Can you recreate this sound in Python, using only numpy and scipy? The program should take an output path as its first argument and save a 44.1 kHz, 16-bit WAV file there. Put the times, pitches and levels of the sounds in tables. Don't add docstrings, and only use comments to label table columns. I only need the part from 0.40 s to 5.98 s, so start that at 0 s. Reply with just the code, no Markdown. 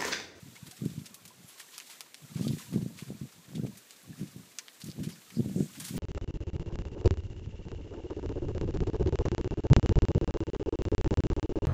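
import sys
import numpy as np
from scipy import signal
from scipy.fft import rfft, irfft
from scipy.io import wavfile
from scipy.ndimage import uniform_filter1d, map_coordinates

SR = 44100
rng = np.random.default_rng(int(sys.argv[2]) if len(sys.argv) > 2 else 0)


def dump(signal):
    limited = np.clip(np.atleast_2d(signal).T, -1, 1)
    pcm = np.round(limited * 32767).astype(np.int16)
    wavfile.write(sys.argv[1], SR, pcm)


N = 246078
TIME = np.arange(N) / SR


# (time [s], level [dB])
STIR = [(0.0, -58.5), (0.53, -55), (0.7, -59.5), (0.88, -63), (1.12, -58), (1.26, -55.5), (1.51, -54.5),
        (1.71, -61.5), (1.93, -54.5), (2.11, -53), (2.19, -48.5), (2.35, -56.5), (3.08, -60.5), (3.31, -59),
        (4.4, -59.5), (5.17, -55.5), (5.58, -48.5)]
# (frequency [Hz], gain [dB])
WASH_EQ = [(440, -35), (750, -4), (1000, -6), (1140, 0), (1470, -1), (1580, 2), (3260, 0), (3520, 2),
           (5280, -1), (7530, 3.5), (9820, -2), (14200, -1.5), (15500, -9)]

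def wash(body_db=-9.5, spray_db=-4.0, drops_db=-12.5, split_hz=4000, body_follows=0.7):
    stir_db = np.interp(TIME, *np.transpose(STIR))
    spray_ride = from_db(stir_db)
    body_ride = from_db(stir_db.mean() + body_follows * (stir_db - stir_db.mean()))
    fizz = coloured(rng.standard_normal(N), WASH_EQ)
    low = rms_one(cut(fizz, split_hz, "low")) * from_db(body_db + 1.2 * drift(70))
    high = rms_one(cut(fizz, split_hz, "high")) * from_db(spray_db + .7 * drift(70))
    bubbles, ticks = np.zeros((2, N))
    for when, pitch, softness in rng.random((700, 3)):
        ring = bubble(900 * 6 ** pitch, cycles=10, rise=.015)
        add(bubbles, when * N / SR, from_db(-16 * softness) * ring)
    for when, pitch, softness in rng.random((900, 3)):
        tick = bubble(3000 * 4 ** pitch, cycles=1.5, rise=0)
        add(ticks, when * N / SR, from_db(-18 * softness) * tick)
    body = low + from_db(drops_db) * rms_one(bubbles)
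    spray = .22 * rms_one(ticks) - high
    return body_ride * body + spray_ride * spray


def laps(per_s=9, over_stir_db=12.5, spread_db=0.5, centre_hz=3000, octaves=2.6, length_s=0.02):
    wait, softness, pitch = rng.random((70, 3)).T
    times = np.cumsum(2 * wait) / per_s
    db = np.interp(times, *np.transpose(STIR)) + over_stir_db - spread_db * (2 * softness - 1)
    hz = centre_hz * 2 ** (2 * pitch - 1)
    return [(*cue, octaves, length_s) for cue in zip(times, db, hz)]


# (time [s], relative level [dB], centre [Hz], width [octaves], length [s])
SPLASHES = [(0.153, -41, 2230, 2, 0.024), (0.263, -37, 7440, 5.3, 0.027), (0.3114, -33, 5250, 2.2, 0.013),
            (0.658, -32.5, 4300, 1.9, 0.021), (1.078, -41, 5020, 5.5, 0.1), (1.177, -43, 5800, 2.8, 0.059),
            (1.197, -30.5, 3260, 3.2, 0.025), (1.336, -39, 3380, 1.2, 0.049),
            (1.496, -36.5, 3180, 3.2, .075), (1.9626, -39, 1190, 4.2, 0.066),
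            (2.009, -35.5, 4850, 1.7, 0.097), (2.191, -36.5, 1945, 4.7, 0.062),
            (2.327, -38, 1499, 5.7, .046), (2.5735, -38, 3500, 3.1, 0.099), (2.921, -43, 1600, 3.76, 0.016),
            (3.15, -38, 3300, 1.6, 0.028), (3.262, -44, 2447, 2.8, 0.019), (3.373, -34, 6540, 3.7, 0.018),
            (3.772, -43.5, 3000, 3.7, 0.14), (4.402, -40, 4260, 3.5, 0.029),
            (4.454, -37.5, 4500, 4.4, 0.062), (4.633, -32.5, 3620, 2.6, 0.034),
            (4.687, -38, 3712, 2.93, 0.05), (5.4016, -30.5, 3200, 12.7, 0.04),
            (5.441, -28, 5810, 2.5, 0.048), (5.48, -29, 7970, 5.2, 0.03), (5.573, -34.5, 3700, 5.3, 0.1)]

def splashes(level_db=-13.0, attack_s=0.0035, attack_share=0.093, drops_db=-9.0, size=9000):
    out, t = np.zeros(N), TIME[:size]
    for s, db, hz, octaves, length in list(SPLASHES) + laps():
        attack = 1 - np.exp(-t / (attack_s + attack_share * length))
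        swell = attack * np.exp(-2 * t / length)
        drops = np.zeros(size)
        for when, pitch in rng.random((40, 2)):
            drop_hz = np.clip(hz * 2 ** (1.6 * pitch - 1), 700, 9000)
            add(drops, when * size / SR, bubble(drop_hz, cycles=7, rise=.02))
        brush = rms_one(band(crackle(size, spread_db=7.0), hz, octaves))
        shower = brush + from_db(drops_db) * rms_one(drops)
        add(out, s - .002, from_db(db + level_db) * shower * swell / swell.max())
    return cut(out, 520, "high")


# (time [s], level [dB], pitch [Hz])
PLOPS = [(0.164, -41.5, 2130), (0.324, -52, 714), (0.905, -48.5, 970), (2.047, -44.5, 1193),
         (3.264, -45.5, 2370), (3.73, -51.5, 1660), (4.905, -44.5, 2137)]

def plops():
    out = np.zeros(N)
    for s, db, hz in PLOPS:
        add(out, s, from_db(db) * bubble(hz, cycles=10.5, rise=0.036))
    return out


def bubble(hz, cycles, rise):
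    age = TIME[:int(6 * SR * cycles / hz)] * hz / cycles
    envelope = (1 - np.exp(-8 * age)) * np.exp(-age)
    return envelope * np.sin(2 * np.pi * cycles * (age + rise * age ** 2 / 2))


# (time [s], relative level [dB], centre [Hz], width [octaves], tail over crack [dB])
REED_SNAPS = [(0.453, -46.5, 6100, 7.5, 21), (0.7432, -40, 9000, 3.2, 25), (0.853, -43.5, 7300, 6.7, 11),
              (0.878, -47, 6200, 1.9, 14), (1.3805, -34, 5050, 2.5, -1), (1.401, -38.5, 2560, 0.58, -6),
              (1.6075, -34, 3860, 2.4, -4.5), (1.7443, -38.5, 4576, 1.1, -6), (2.079, -36.5, 3974, 0.71, 4),
              (2.589, -43, 2450, .61, 4), (3.156, -43.5, 3503, 0.31, -4), (3.508, -43, 3339, 2.3, -0.5),
              (4.1866, -29, 5230, 0.66, -6.5), (4.188, -39, 2040, 0.43, 1), (4.2829, -40, 2756, 0.46, -12),
              (4.417, -42, 4690, 0.85, 5), (4.443, -42, 6544, 1.6, 1), (4.500, -46, 4755, 0.43, 2),
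              (4.516, -43, 4670, 0.48, -19), (4.904, -48, 2330, 1.52, 1), (5.3998, -37, 8560, 0.41, 3)]

def reed_snaps(level_db=0.5, fibres=0.34, tail_s=0.0077, echo_s=0.0064, echo_db=-9.0, size=3500):
    out, t = np.zeros(N), TIME[:size]
    for s, db, hz, octaves, tail_db in REED_SNAPS:
        tear = fibres * rng.standard_normal(size) * np.exp(-t / .0005)
        crack = band((t == 0) + tear, hz, octaves)
        echo = from_db(echo_db) * np.roll(crack, int(echo_s * SR))
        decay = np.exp(-t / tail_s) + 0.16 * np.exp(-t / 0.026)
        tail = band(rng.standard_normal(size) * decay, hz, octaves)
        scatter = from_db(tail_db) * tail * np.linalg.norm(crack) / np.linalg.norm(tail)
        add(out, s, from_db(db + level_db) * peak_one(crack + echo + scatter))
    return cut(out, 380, "high")


# (crest time [s], level [dB], centre [Hz], width [octaves], fade [s])
PIPS_AND_HISSES = [(1.089, -56.5, 11200, .04, .03), (2.114, -56, 11000, .05, 0.015),
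                   (3.63, -64, 11080, 0.043, 0.014), (4.731, -59, 5060, 0.33, 0.045),
                   (4.967, -57.5, 4735, 0.29, 0.037), (5.21, -54.5, 7360, 0.46, 0.088)]

def pips_and_hisses(size=16000):
    out, half_s = np.zeros(N), size / SR / 2
    for s, db, hz, octaves, fade_s in PIPS_AND_HISSES:
        narrow = rms_one(band(rng.standard_normal(size), hz, octaves, order=2))
        swell = np.exp(-2 * ((TIME[:size] - half_s) / fade_s) ** 2)
        add(out, s - half_s, from_db(db) * narrow * swell)
    return out


# (crest time [s], level [dB], release [s])
GUSTS = [(0.075, -51.5, 0.14), (0.28, -47, 0.043), (0.455, -29, 0.048), (0.579, -42.5, .11),
         (0.719, -55, 0.059), (0.86, -55, 0.091), (1.0, -55.5, 0.092), (1.84, -45.5, 0.033),
         (1.92, -45, 0.037), (2.001, -36.5, 0.081), (2.088, -26, 0.093), (2.362, -25, 0.067),
         (2.44, -38, .15), (2.722, -39, 0.087), (2.834, -38, .045), (2.985, -50.5, 0.052),
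         (3.165, -33.5, 0.072), (3.24, -29, 0.086), (3.705, -43, .06), (3.825, -35.5, .065),
         (3.979, -48, .12), (4.481, -41, 0.055), (4.608, -30, 0.059), (4.68, -39, 0.1),
         (4.998, -24.5, 0.047), (5.085, -30.5, 0.1), (5.202, -24, .055), (5.28, -49, .1),
         (5.41, -45.5, .11), (5.57, -32.5, .1)]

def gust_envelope_db(fall_db=20.5, attack_share=.9):
    power = 1e-12
    for s, db, release_s in GUSTS:
        from_crest = np.maximum((s - TIME) / attack_share, TIME - s) / release_s
        power = power + from_db(db - fall_db * np.minimum(from_crest, 10)) ** 2
    return 10 * np.log10(power)


# (frequency [Hz], gain [dB])
RUMBLE_EQ = [(25, -75), (60, -34), (100, -11), (140, 1), (220, 1.5), (300, -8.5), (450, -21.5),
             (700, -35.5), (1200, -92), (2000, -120)]

def wind_rumble(trim_db=-4.0, flutter_db=4.0, octaves_per_db=.007, usual_db=-32.5):
    level_db = gust_envelope_db() + trim_db + flutter_db * drift(80)
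    speed = 2 ** (octaves_per_db * (level_db - usual_db))
    turbulence = coloured(rng.standard_normal(N), RUMBLE_EQ)
    levelled = turbulence / np.sqrt(uniform_filter1d(turbulence ** 2, size=600) + 0.047)
    varispeed = map_coordinates(levelled, [np.cumsum(speed) % (N - 1)], order=3)
    return from_db(level_db) * rumble_ducking() * varispeed


# (time [s], relative level [dB], nominal pitch [Hz])
BUFFETS = [(0.033, -42, 139), (0.232, -40, 132), (0.423, -30, 206), (0.462, -23, 202), (0.518, -39, 182),
           (0.582, -30.5, 164), (0.619, -39.5, 180), (1.048, -48, 144), (1.962, -28, 163),
           (2.013, -24, 196.1), (2.071, -24.5, 238), (2.137, -27, 191), (2.343, -29, 217),
           (2.362, -21, 223), (2.43, -26.5, 170), (2.464, -28.5, 216.2), (2.627, -34.5, 205),
           (2.706, -33, 287.9), (2.818, -31.5, 179), (3.199, -26.5, 219.8), (3.238, -26, 220.1),
           (3.252, -31.5, 311.2), (3.815, -29.5, 194), (3.833, -31.5, 239.4), (3.965, -37.5, 190),
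           (4.442, -38, 164.1), (4.497, -34.5, 177.3), (4.674, -28.5, 152), (4.973, -28.5, 208),
           (5.006, -21, 195.2), (5.063, -27.5, 212.3), (5.164, -23, 200.2), (5.208, -19.5, 223.3),
           (5.229, -27, 204), (5.511, -33, 177.7)]
BUFFET_HALF_S = .0065

def wind_buffets(level_db=-1.0, width_s=0.001, bass_cut_hz=152, size=2200):
    out, t = np.zeros(N), TIME[:size] - .012
    shapes = rng.random((500, 3))
    for (s, db, hz), (gap, suction, polarity) in zip(list(BUFFETS) + small_eddies(), shapes):
        width = width_s * (200 / hz) ** 1.6
        push = 1 / np.cosh(t / width)
        pull = 0.48 * suction / np.cosh((t - .002 - 0.00303 * gap) / width)
        thump = peak_one(cut(push - pull, bass_cut_hz, "high", order=4), size=350)
        middle_s = np.average(TIME[:size], weights=thump ** 2)
        add(out, s - middle_s, from_db(db + level_db) * np.sign(polarity - .5) * thump)
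    return out


def small_eddies(per_s=31, under_gust_db=4.0, spread_db=2.5, usual_hz=205, usual_db=-30.5):
    wait, strength, pitch = rng.random((400, 3)).T
    times = np.cumsum(.5 + wait) / per_s
    db = np.interp(times, TIME, gust_envelope_db()) - under_gust_db + spread_db * (2 * strength - 1)
    octaves = 0.17 * (db - usual_db) + 0.16 * (2 * pitch - 1)
    to_buffet_s = np.abs(times[:, None] - np.array(BUFFETS)[:, 0]).min(axis=1)
    clear = (to_buffet_s > 2 * BUFFET_HALF_S) & (times < TIME[-1])
    return list(np.transpose([times, db, usual_hz * 2 ** octaves])[clear])


def rumble_ducking():
    dips = [np.exp(-((TIME - s) / BUFFET_HALF_S) ** 2) for s, _, _ in BUFFETS]
    return 1.5 - np.max(dips, axis=0)


def microphone_port(pressure, lopsided=2.65, peaky=13.0, muffle_hz=720):
    distortion = cut(lopsided * pressure ** 2 + peaky * pressure ** 3, 350, "high")
    return cut(pressure + distortion, muffle_hz, "low", order=3)


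# (frequency [Hz], gain [dB])
AIR_EQ = [(30, -32), (70, -20), (130, -6), (260, 0), (550, -3), (1000, -9), (4000, -13), (15500, -18)]

def marsh_air(level_db=-63):
    return from_db(level_db) * coloured(rng.standard_normal(N), AIR_EQ)


def from_db(db):
    return 10 ** (np.asarray(db) / 20)


def rms_one(x):
    return x / np.sqrt(np.mean(x ** 2) + 1e-20)


def peak_one(x, size=132):
    return x / np.sqrt(uniform_filter1d(x ** 2, size).max() + 1e-20)


def add(out, s, sound):
    at = int(np.clip(round(s * SR), 0, len(out) - 1))
    out[at:at + len(sound)] += sound[:len(out) - at]


def coloured(x, eq):
    hz, db = np.transpose(eq)
    bins = np.maximum(np.fft.rfftfreq(N, 1 / SR), 1)
    gain = from_db(np.interp(np.log(bins), np.log(hz), db))
    return rms_one(irfft(rfft(x) * gain, N))


def band(x, hz, octaves, order=1):
    half = 2 ** (np.clip(octaves, .03, 5) / 2)
    high = min(hz * half, .45 * SR)
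    low = min(hz / half, high / 1.05)
    return cut(x, [low, high], "band", order)


def cut(x, hz, kind, order=2):
    return signal.sosfilt(signal.butter(order, hz, kind, fs=SR, output="sos"), x)


def drift(rate):
    knots = rng.standard_normal(4096)
    return np.interp(TIME * rate, np.arange(len(knots)), knots)


def crackle(size, spread_db):
    noise = rng.standard_normal(size)
    return rms_one(noise * from_db(spread_db * np.clip(rng.standard_normal(size), -2, 2)))


def scene(dull_hz=13000):
    air = marsh_air()
    near = cut(splashes() + reed_snaps(), dull_hz, "low")
    marsh = wash() + near + pips_and_hisses() + plops()
    wind = microphone_port(wind_rumble() + wind_buffets())
    return (marsh + wind + air)[None]


def record(dry, cutoff_hz=15400):
    return signal.sosfilt(signal.ellip(12, .2, 80, cutoff_hz, fs=SR, output="sos"), dry)


dry = scene()
out = record(dry)
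dump(out)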